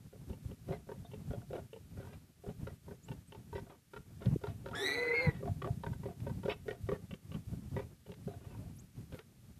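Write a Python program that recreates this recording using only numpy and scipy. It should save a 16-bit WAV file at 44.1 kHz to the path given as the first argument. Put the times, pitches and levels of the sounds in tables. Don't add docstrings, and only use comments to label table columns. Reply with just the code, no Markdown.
import sys
import numpy as np
from scipy import signal
from scipy.fft import rfft, irfft, next_fast_len
from scipy.io import wavfile
from scipy.ndimage import uniform_filter1d

SR = 44100
rng = np.random.default_rng(int(sys.argv[2]) if len(sys.argv) > 2 else 0)


def bounce(signal):
    frames = np.transpose(np.atleast_2d(signal))
    limited = np.clip(frames, -1, 1)
    pcm = np.round(limited * 32767).astype(np.int16)
    wavfile.write(sys.argv[1], SR, pcm)


def decibels_to_gain(level_db):
    exponent = np.asarray(level_db, float) / 20
    return 10 ** exponent


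N = 422919
TIME = np.arange(N) / SR

# f/Hz, level/dB, t60/s
TRACT = [(411.4, -5.5, 0.082), (526, -7.5, 0.062), (695.4, 2.5, 0.11), (944, 1.5, 0.067),
         (1160, 4.5, 0.039), (1486, -1, 0.061), (1890, -1.5, 0.056), (2270, -3.5, 0.052),
         (2600, -5.5, 0.052), (3008, -3, 0.052), (3400, -5.5, 0.048), (3770, -6.5, 0.049),
         (4600, -14, 0.035), (5300, -18, 0.03)]
# t/s, length/s, first pulse level/dB, swell to last pulse/dB, mouth level re first pulse/dB
NARROW = [(0.128, 0.026, -38.5, -7.5, -24.5), (0.686, .021, -29, 4, -21), (1.306, .026, -34.5, 3.5, -15),
          (1.416, 0, -52, 0, -3.5), (1.503, 0, -33, 0, -20), (1.53, .023, -27, 1, -20),
          (1.556, .024, -31, -1, -26), (6.451, 0, -28, 0, -22), (1.97, .056, -40, -3, -17),
          (2.438, 0.05, -41.5, 4, -12.5), (5.454, 0, -35.5, 0, -13), (7.532, 0, -42.5, 0, -27),
          (8.276, 0, -29, 0, -24)]
ROUND = [
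    (0.889, .026, -30.5, -1, -17),
    (2.047, .022, -52, 0, -3),
    (8.545, 0, -54, 0, -4),
    (2.88, .028, -40, 2.5, -14),
    (3.528, .051, -35, 0, -12),
    (5.835, .028, -32, -1, -8),
    (5.929, 0, -44, 0, -4),
    (6.48, 0, -20, 0, -17),
    (6.266, .029, -30.5, -5.5, -14),
]
WIDE = [
    (0.296, .033, -41, 1.5, -17),
    (1.113, .021, -43, 7.5, -12.5),
    (1.73, .031, -34, -8.5, -19.5),
    (3.083, .031, -42, 4, -7),
    (3.321, .026, -40, -3, -11),
    (8.062, .056, -44, 5, -15.5),
]
GAPING = [
    (5.427, 0, -28, 0, -22),
    (5.618, .026, -32, -2, -5),
    (6.888, .028, -19, -5, -18),
]
RAISED = [
    (6.032, .024, -38, 10, -13),
    (7.764, .028, -22, -7.5, -18),
]
FALSE_STARTS = [
    (3.665, 0, -46, 0, -12),
    (0.867, 0, -54, 0, -17),
    (4.412, 0, -45, 0, -10),
    (4.642, 0, -47, 0, -17),
    (5.405, 0, -38.5, 0, -27),
    (6.658, 0, -38, 0, -26),
    (6.865, 0, -51, 0, -10),
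    (7.734, 0, -50, 0, -12),
]
TENSE = [
    (2.669, 0, -31.5, 0, -19),
    (3.934, .028, -39, 2.5, -12),
    (4.218, 0, -38.5, 0, -13),
    (4.437, .031, -30, -4, -16),
    (4.659, .052, -31, -12, -17),
    (6.432, .023, -37.5, 13, -15),
    (9.122, .021, -46, 6, -20),
]
NASAL = [
    (4.258, 0, -32, 0, -26),
    (6.681, .025, -24, -7, -25),
    (9.19, 0, -42, 0, -24),
]
PINCHED = [
    (0.511, 0, -39, 0, -25),
    (7.108, .029, -39, 0.5, -17),
    (7.317, .024, -40.5, 2, -14),
]
CLOSING = [
    (0.726, 0, -30, 0, -10),
    (1.047, 0, -50, 0, -2),
    (8.335, 0, -48, 0, -6),
    (2.7, 0, -50, 0, -8),
    (5.474, 0, -36, 0, -4),
    (5.671, 0, -31, 0, -6),
    (6.085, 0, -45, 0, -3),
    (6.728, 0, -47, 0, -4),
    (8.309, 0, -49, 0, -4),
]
# grunts, mouth f/Hz, snout f/Hz, snout level re mouth/dB
MOUTH_SHAPES = [
    (NARROW, 700, 1430, -4),
    (ROUND, 935, 1530, -6),
    (WIDE, 890, 2750, -1),
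    (GAPING, 1150, 1900, -7),
    (RAISED, 945, 1950, -3),
    (FALSE_STARTS, 680, 1420, -6),
    (TENSE, 930, 1390, 4),
    (NASAL, 700, 1870, 10),
    (PINCHED, 1150, 2750, 6),
    (CLOSING, 694, 1500, -15),
]
PULSE_GAP_S = 0.027
MOUTH_FOLLOWS, MIDDLE_DB = 0.37, 3
# t/s, length/s, level/dB, tilt/(dB per octave), favoured f/Hz
PUFFS = [(0.716, 0.068, -49, -4.5, 1910), (1.53, 0.088, -43.5, -8, 716), (1.981, 0.2, -56, -6.5, 1630),
         (3.548, 0.068, -65, 1.5, 1890), (3.688, 0.086, -50.5, -7.5, 1045),
         (4.203, 0.089, -46.5, -8.5, 2130), (4.432, 0.12, -57.5, -4, 700),
         (5.641, 0.058, -35.5, -11.5, 700), (5.297, 0.13, -56.5, -5, 2010), (6.073, 0.074, -47.5, -9, 700),
         (6.489, 0.06, -39, -2.5, 2620), (6.704, 0.066, -48, -7, 700), (6.922, 0.057, -39, -8, 1900),
         (7.776, 0.074, -43.5, -8, 2180), (8.272, 0.12, -59.5, -6, 3660), (8.399, .2, -56.5, -7.5, 2780),
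         (9.115, 0.13, -60, -4, 1400), (2.68, .07, -53, -8, 1900), (2.91, .06, -55, -9, 550),
         (3.125, .055, -54, -8, 2900), (3.35, .05, -56, -8, 3700), (2.49, .05, -54, -9, 700),
         (0.92, .06, -52, -9, 550), (1.135, .05, -54, -8, 2700), (1.335, .05, -52, -9, 550),
         (7.345, .055, -53, -8, 1150), (8.59, .1, -59, -8, 700), (4.705, .06, -52, -8, 700),
         (2.125, .035, -60, -2, 2200)]
GLIDE_SHARE, GLIDE_PER_S = 0.06, 9
# start t/s, end t/s
SQUEAL_SPAN = (4.7, 5.34)
# t/s, f/Hz, level/dB, second partial level/dB
WHISTLE = [
    (4.752, 1655, -49, -49.5),
    (4.815, 1770, -46.5, -43),
    (4.865, 1950, -35.5, -38.5),
    (4.93, 1972, -44, -45.5),
    (5.13, 2050, -36, -58),
    (5.142, 2175, -38, -54.5),
    (5.2, 2145, -35, -55),
    (5.235, 2085, -45, -50.5),
    (5.3, 1940, -43, -62),
]
# t/s, f/Hz, level/dB
LOW_TONE = [
    (4.78, 301, -54),
    (4.815, 420, -37.5),
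    (4.86, 372, -43),
    (4.935, 434.4, -51),
    (4.965, 490.6, -41),
    (5.12, 472, -37.5),
    (5.2, 483, -41),
    (5.235, 519, -40.5),
    (5.3, 460, -42.5),
]
# t/s, f/Hz, side lines re partial/dB, own harmonics level/dB
FLUTTER = [
    (4.74, 141, -20, -62),
    (4.84, 140, -19, -62),
    (4.88, 138, -9, -62),
    (4.96, 140, -12, -63),
    (5.02, 139, -20, -63),
    (5.08, 157, -24, -62),
    (5.18, 158, -22, -61),
    (5.23, 172, -20, -55),
    (5.3, 157, -19, -57),
]
# multiple, level/dB
FLUTTER_ORDERS = [(2, 6), (4, -6), (5, 2), (6, -2), (7, -8), (8, -5), (9, -3), (10, 0), (11, -7)]
# f/Hz, level/(dB per Hz)
RASP = [(150, -62), (250, -17.5), (456, -4), (616, -24.5), (763, -12), (1020, -22), (1860, -17),
        (2050, -15.5), (2670, -29.5), (4200, -29.5), (5000, -45), (6500, -62), (11000, -120)]
SCOOP_S, SCOOP_SHARE = 0.027, 0.3
SCOOP_DULL_DB = 30
THIRD_DB, THIRD_FADE_DB_PER_S = -5.5, 9.0
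BLUR_DB, BLUR_FOLLOWS = -7.5, 0.64
RASP_DB, RASP_FOLLOWS = -48.5, 0.3
BEAT_DEPTH = 0.2
SIDE_LOSS_DB, BELOW_DB = 3.5, -9
# t/s, peak level/dB
SNAPS = [
    (4.2572, -40),
    (6.2023, -50),
    (8.1179, -46),
    (8.1404, -48),
    (9.0114, -59),
    (9.1242, -48),
    (9.1436, -49),
    (9.191, -42),
]
SNAP_T60_S = 0.03
# t/s, length/s, level/dB
RUSTLES = [
    (1.97, .17, -72),
    (6.47, .06, -70),
    (9.1, .12, -67),
]
# t/s, length/s, start f/Hz, end f/Hz, level/dB
CHIRPS = [
    (1.045, .03, 3700, 3550, -63),
    (3.025, 0.042, 6600, 8000, -62.5),
    (3.272, .025, 8200, 9000, -63.5),
    (8.756, 0.028, 10000, 12600, -62),
    (8.782, 0.031, 5800, 9500, -58),
]
# t/s, level/dB
BREEZE = [(0.0, -58.5), (1.2, -50), (1.7, -58.5), (2.24, -57), (2.33, -72), (3.9, -63), (4.15, -56.5),
          (4.9, -57), (5.7, -45), (6.75, -48.5), (7.05, -66), (7.65, -47), (8.0, -69), (8.6, -46.5),
          (8.86, -54), (9.1, -47), (9.25, -61.5), (9.5, -53.5)]
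# peak t/s, level/dB, time to change by 10 dB/s
GUSTS = [(.31, -43, 0.07), (.52, -47.5, .1), (.73, -42.5, 0.04), (.92, -49, 0.07), (1.31, -41.5, 0.08),
         (1.54, -50, 0.12), (2.01, -42, 0.1), (2.49, -39.5, .025), (2.63, -39.5, 0.0843),
         (2.92, -44.5, 0.05), (3.13, -41.5, 0.06), (3.37, -50.5, 0.12), (3.56, -43.5, 0.08),
         (3.97, -47, 0.05), (4.28, -36, .08), (4.51, -42, .08), (4.7, -44, .09), (5.33, -42, .07),
         (5.52, -37, 0.09), (5.899, -32, 0.05), (6.07, -46, 0.02), (6.31, -37, 0.07), (6.47, -41.5, 0.06),
         (6.92, -39.5, .07), (7.13, -44, 0.04), (7.36, -40.5, 0.04), (7.56, -43.5, .15), (7.78, -39.5, .06),
         (8.09, -51.5, 0.08), (8.28, -40, 0.0545)]
# t/s, peak level/dB, f/Hz
THUMPS = [(0.45, -28, 98), (1.289, -31.5, 72.7), (2.579, -38, 107), (4.265, -20.5, 168), (4.279, -24, 125),
          (4.354, -26.5, 116), (4.358, -21, 337), (4.474, -30, 133), (5.266, -17.5, 150), (5.277, -15, 124),
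          (5.51, -23, 124), (5.7, -21.5, 120), (5.768, -27, 143), (5.887, -33, 160.2), (6.215, -30, 105),
          (6.298, -34, 140), (6.447, -27, 171), (6.828, -29.5, 86.1), (6.851, -31, 128),
          (7.126, -29.5, 175), (7.344, -34, 172), (7.462, -33.5, 94.5), (7.563, -37, 137),
          (7.755, -27, 160), (8.265, -28, 168), (8.459, -34.5, 102)]
# f/Hz, level/(dB per Hz)
WIND = [(20, -39), (35, -15.5), (50, -10.5), (80, -2), (120, -1.5), (170, -4), (220, -9.5), (300, -16)]
# f/Hz, level/(dB per Hz)
UPPER_WIND = [(150, -49), (220, -8), (330, -1), (500, -10.5), (800, -14), (1500, -26), (3000, -31.5)]
# f/Hz, level/(dB per Hz)
HISS = [(350, -12.5), (600, -8), (641, -18), (1060, -17.5), (1140, -8), (5060, -11), (13400, -11.5),
        (13900, -7.5)]


def rms_one(x):
    return x / np.sqrt(np.mean(x ** 2) + 1e-20)


def in_time(rows):
    s, *columns = np.transpose(rows)
    return [np.interp(TIME, s, column) for column in columns]


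def gate(start, end, rise, fall):
    return np.clip((TIME - start) / rise, 0, 1) * np.clip((end - TIME) / fall, 0, 1)


def coloured(points):
    hz, db = np.transpose(points)
    size = next_fast_len(N)
    axis = np.maximum(np.fft.rfftfreq(size, 1 / SR), 1)
    shape = decibels_to_gain(np.interp(np.log(axis), np.log(hz), db, left=-90, right=-90))
    return rms_one(irfft(rfft(rng.standard_normal(size)) * shape, size)[:N])


def filtered(x, order, hz, kind="low"):
    return signal.sosfilt(signal.butter(order, hz, kind, fs=SR, output="sos"), x)


def drift(rate, size=N):
    r = np.exp(-16 * np.pi * rate / SR)
    slow = signal.lfilter([1], [1, -2 * r, r * r], rng.standard_normal(size // 8 + 602))[600:]
    return np.interp(np.arange(size) / 8, np.arange(len(slow)), rms_one(slow - slow.mean()))


def ring(drive, hz, t60):
    r, w = decibels_to_gain(-60 / (t60 * SR)), 2 * np.pi * hz / SR
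    return signal.lfilter([0, np.sin(w)], [1, -2 * r * np.cos(w), r * r], drive + 1e-18)


def cycle(hz):
    return 2 * np.pi * np.cumsum(hz) / SR


def fold_slaps():
    rows = []
    for table, mouth_hz, snout_hz, snout_db in MOUTH_SHAPES:
        for start, length, first_db, swell_db, mouth_db in table:
            for place in np.linspace(0, 1, 1 + round(length / PULSE_GAP_S)):
                peak_db = first_db + swell_db * place + 4 * MIDDLE_DB * place * (1 - place)
                upper_db = first_db + mouth_db + MOUTH_FOLLOWS * swell_db * place - peak_db
                at = start + length * place
                rows.append((at, peak_db, upper_db, mouth_hz, upper_db + snout_db, snout_hz))
    return rows


def grunts():
    slaps = fold_slaps()
    rest_hz, level_db, t60 = np.transpose(TRACT)[:, :, None]
    zone = np.searchsorted([600, 1300], rest_hz)
    chance = rng.standard_normal((len(slaps), 3, len(TRACT), 1))
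    flutter = np.array([0.18 * drift(70), 0.4 * drift(110), 0.6 * drift(200)])
    crackle = filtered(rng.standard_normal(N), 2, [2400, 5500], "band")
    t = np.arange(int(0.14 * SR)) / SR
    out = np.zeros(N)
    for slap, (detune, vary, phase) in zip(slaps, chance):
        start, peak_db, mouth_db, mouth_hz, snout_db, snout_hz = slap
        hz = rest_hz * (1 + 0.035 * detune)
        for favoured_hz in (mouth_hz, snout_hz):
            hz[np.argmin(np.abs(rest_hz - favoured_hz))] = favoured_hz
        mouth = mouth_db - np.minimum(41.0 * np.abs(np.log2(hz / mouth_hz)), 14)
        snout = snout_db - np.minimum(22.0 * np.abs(np.log2(hz / snout_hz)), 10.5)
        zone_db = np.choose(zone, [0 * hz, mouth, snout])
        gain = decibels_to_gain(peak_db + zone_db + level_db + 0.5 + 2.3 * vary)
        rise = 1 - np.exp(-t * np.sqrt(hz) / 0.05)
        at = int(start * SR)
        span = slice(at, at + len(t))
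        rough = 1 + 1.48 * (1 - np.exp(-t / 0.0059)) * flutter[zone[:, 0], span]
        tones = decibels_to_gain(-60 * t / t60) * np.sin(2 * np.pi * hz * t + 0.3 * phase)
        out[span] += np.sum(gain * rise * rough * tones, axis=0)
        out[span] += decibels_to_gain(peak_db + snout_db - 15 - 60 * t / 0.12) * crackle[span]
    return out


def puffs():
    turbulence = rng.standard_normal(N) * decibels_to_gain(2.5 * drift(60))
    modes = [rms_one(ring(ring(turbulence, hz, 0.01), hz, 0.4 * t60)) for hz, _, t60 in TRACT]
    out = np.zeros(N)
    samples = np.arange(float(N))
    warped = np.cumsum(1 + GLIDE_SHARE * drift(GLIDE_PER_S)) % (N - 1)
    for start, length, level_db, tilt_db, favoured_hz in PUFFS:
        span = slice(int(start * SR), int((start + length) * SR))
        shape = gate(start, start + length, 0.011, 0.051)[span]
        for mode, (hz, _, _) in zip(modes, TRACT):
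            favour_db = 9 * np.exp(-(np.log2(hz / favoured_hz) / 0.14) ** 2)
            mode_db = level_db - 6.5 + tilt_db * np.log2(hz / 400) + favour_db - 6.0 * (hz > 4000)
            out[span] += shape * np.interp(warped[span], samples, mode) * decibels_to_gain(mode_db)
    return out


def narrow(width_hz, size):
    return rms_one(filtered(rng.standard_normal(size), 5, width_hz))


def side_lines(flutter, side_db):
    n = len(flutter)
    total = 0
    for j in (-1, 1, 2, 3):
        line_db = side_db - SIDE_LOSS_DB * (abs(j) - 1) + BELOW_DB * (j < 0) + 5.0 * drift(25, n)
        total = total + decibels_to_gain(line_db) * np.exp(1j * j * flutter)
    return total


def squeal():
    span = slice(int(SQUEAL_SPAN[0] * SR), int(SQUEAL_SPAN[1] * SR))
    t, n = TIME[span], span.stop - span.start
    high_hz, one_db, two_db = (c[span] for c in in_time(WHISTLE))
    low_hz, low_db = (c[span] for c in in_time(LOW_TONE))
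    flutter_hz, side_db, buzz_db = (c[span] for c in in_time(FLUTTER))
    scoop = np.clip((WHISTLE[0][0] - t) / SCOOP_S, 0, 1) ** 0.45
    high_hz = high_hz * (1 - SCOOP_SHARE * scoop)
    two_db = two_db - SCOOP_DULL_DB * scoop
    three_db = two_db + THIRD_DB - THIRD_FADE_DB_PER_S * (t - WHISTLE[2][0])
    blur_db = BLUR_DB - BLUR_FOLLOWS * (one_db + 42.5)
    high = cycle(high_hz * (1 + 0.0052 * drift(37, n)))
    low = cycle(low_hz * (1 + 0.014 * drift(42, n)))
    flutter = cycle(flutter_hz * (1 + 0.025 * drift(30, n)))

    buzz = 0
    for order, db in FLUTTER_ORDERS:
        buzz = buzz + decibels_to_gain(buzz_db + db + 4.0 * drift(20, n)) * np.sin(order * flutter)

    partials_db = [one_db, two_db - 1.5] + [three_db - loss for loss in (3.5, 5, 5.5, 8, 16)]
    clean_db = [0, -1.5, -14, -17, -18, -19, -20]
    width_hz = [130, 190, 330, 430, 520, 600, 650]
    whistle = 0
    for k, db in enumerate(partials_db):
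        lines = 1 + (1 + 0.45 * k) * side_lines(flutter, side_db)
        clean = decibels_to_gain(clean_db[k] + 3.0 * drift(30, n)) * np.imag(lines * np.exp(1j * (k + 1) * high))
        blur = decibels_to_gain(blur_db - 1.5) * narrow(width_hz[k], n) * np.sin(1.065 * (k + 1) * high)
        whistle = whistle + decibels_to_gain(db) * (clean + blur)
    whistle = whistle * (1 + BEAT_DEPTH * np.cos(low))

    unsteady = decibels_to_gain(1.7 * drift(50.6, n)) + 0.26 * drift(65, n)
    harmonics = np.sin(low) + 0.11 * np.sin(2 * low) + 0.07 * np.sin(3 * low)
    tone = decibels_to_gain(low_db) * unsteady * harmonics * gate(4.78, 5.305, 0.015, 0.0074)[span]
    rasp_db = RASP_DB - 1.5 + RASP_FOLLOWS * (two_db + 48) + 1.5 * drift(40, n)
    out = np.zeros(N)
    out[span] = np.sqrt(2) * (whistle + buzz + tone) + decibels_to_gain(rasp_db) * coloured(RASP)[span]
    return out * gate(4.724, 5.32, 0.01, 0.03)


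def scrub_echo(voice):
    dull = filtered(voice, 1, 2500)
    lags = (SR * np.sort(rng.uniform(0.02, 0.09, 7))).astype(int)
    return sum(decibels_to_gain(-24 - 120 * lag / SR) * np.r_[np.zeros(lag), dull[:-lag]] for lag in lags)


def snaps():
    t, out = np.arange(int(SNAP_T60_S * SR)) / SR, np.zeros(N)
    for start, peak_db in SNAPS:
        decay = decibels_to_gain(peak_db + 0.5 - 60 * t / SNAP_T60_S)
        out[int(start * SR):][:len(t)] += decay * rng.standard_normal(len(t))
    return filtered(out + 1e-18, 3, [600, 3800], "band")


def rustles():
    bright = filtered(rng.standard_normal(N), 2, 3500, "high") * decibels_to_gain(3.0 * drift(80))
    return bright * sum(decibels_to_gain(db) * gate(s, s + length, 0.4 * length, 0.4 * length) for s, length, db in RUSTLES)


def chirps():
    out, waver = np.zeros(N), 1 + 0.04 * drift(300)
    for start, length, start_hz, end_hz, level_db in CHIRPS:
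        t = np.arange(int(length * SR)) / SR
        at = int(start * SR)
        span = slice(at, at + len(t))
        hz = (start_hz + (end_hz - start_hz) * (t / length) ** 1.8) * waver[span]
        out[span] += decibels_to_gain(level_db) * np.sin(np.pi * t / length) * np.sin(cycle(hz))
    return out


def gusts():
    coarse = TIME[::32]
    s, db, swell_s = np.transpose(GUSTS)[:, :, None]
    power = np.sum(decibels_to_gain(2 * (db - 10 * np.abs(coarse - s) / swell_s)), axis=0)
    return np.sqrt(np.interp(TIME, coarse, power) + decibels_to_gain(2 * in_time(BREEZE)[0]))


def wind():
    gust = gusts()
    lumps = decibels_to_gain(3.8 * drift(12))
    out = gust * decibels_to_gain(-0.3) * rms_one(lumps * coloured(WIND))
    upper = rms_one(lumps * decibels_to_gain(1.0 * drift(26)) * coloured(UPPER_WIND))
    out += gust ** 0.66 * decibels_to_gain(-33.5) * upper
    for start, peak_db, hz in THUMPS:
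        t = np.arange(int(2.63 / hz * SR)) / SR
        at = int(start * SR)
        swell = np.sin(np.pi * t / t[-1]) ** 2
        out[at:at + len(t)] += decibels_to_gain(peak_db - 4.0) * swell * np.sin(2 * np.pi * hz * t)
    return out


def scene():
    pig = grunts() + puffs() + squeal()
    return (pig + scrub_echo(pig) + snaps() + rustles() + chirps() + wind())[None]


def roll_off(x):
    return signal.sosfilt(signal.butter(12, 14080, fs=SR, output="sos"), x)


def record(dry):
    level_db = 10 * np.log10(uniform_filter1d(dry ** 2, int(0.055 * SR), axis=1) + 1e-9)
    hiss_db = -70.0 + 0.27 * (np.clip(level_db, -70, -38) + 51.5)
    mix = dry + decibels_to_gain(hiss_db) * coloured(HISS)
    return roll_off(mix)


dry = scene()
out = record(dry)
bounce(out)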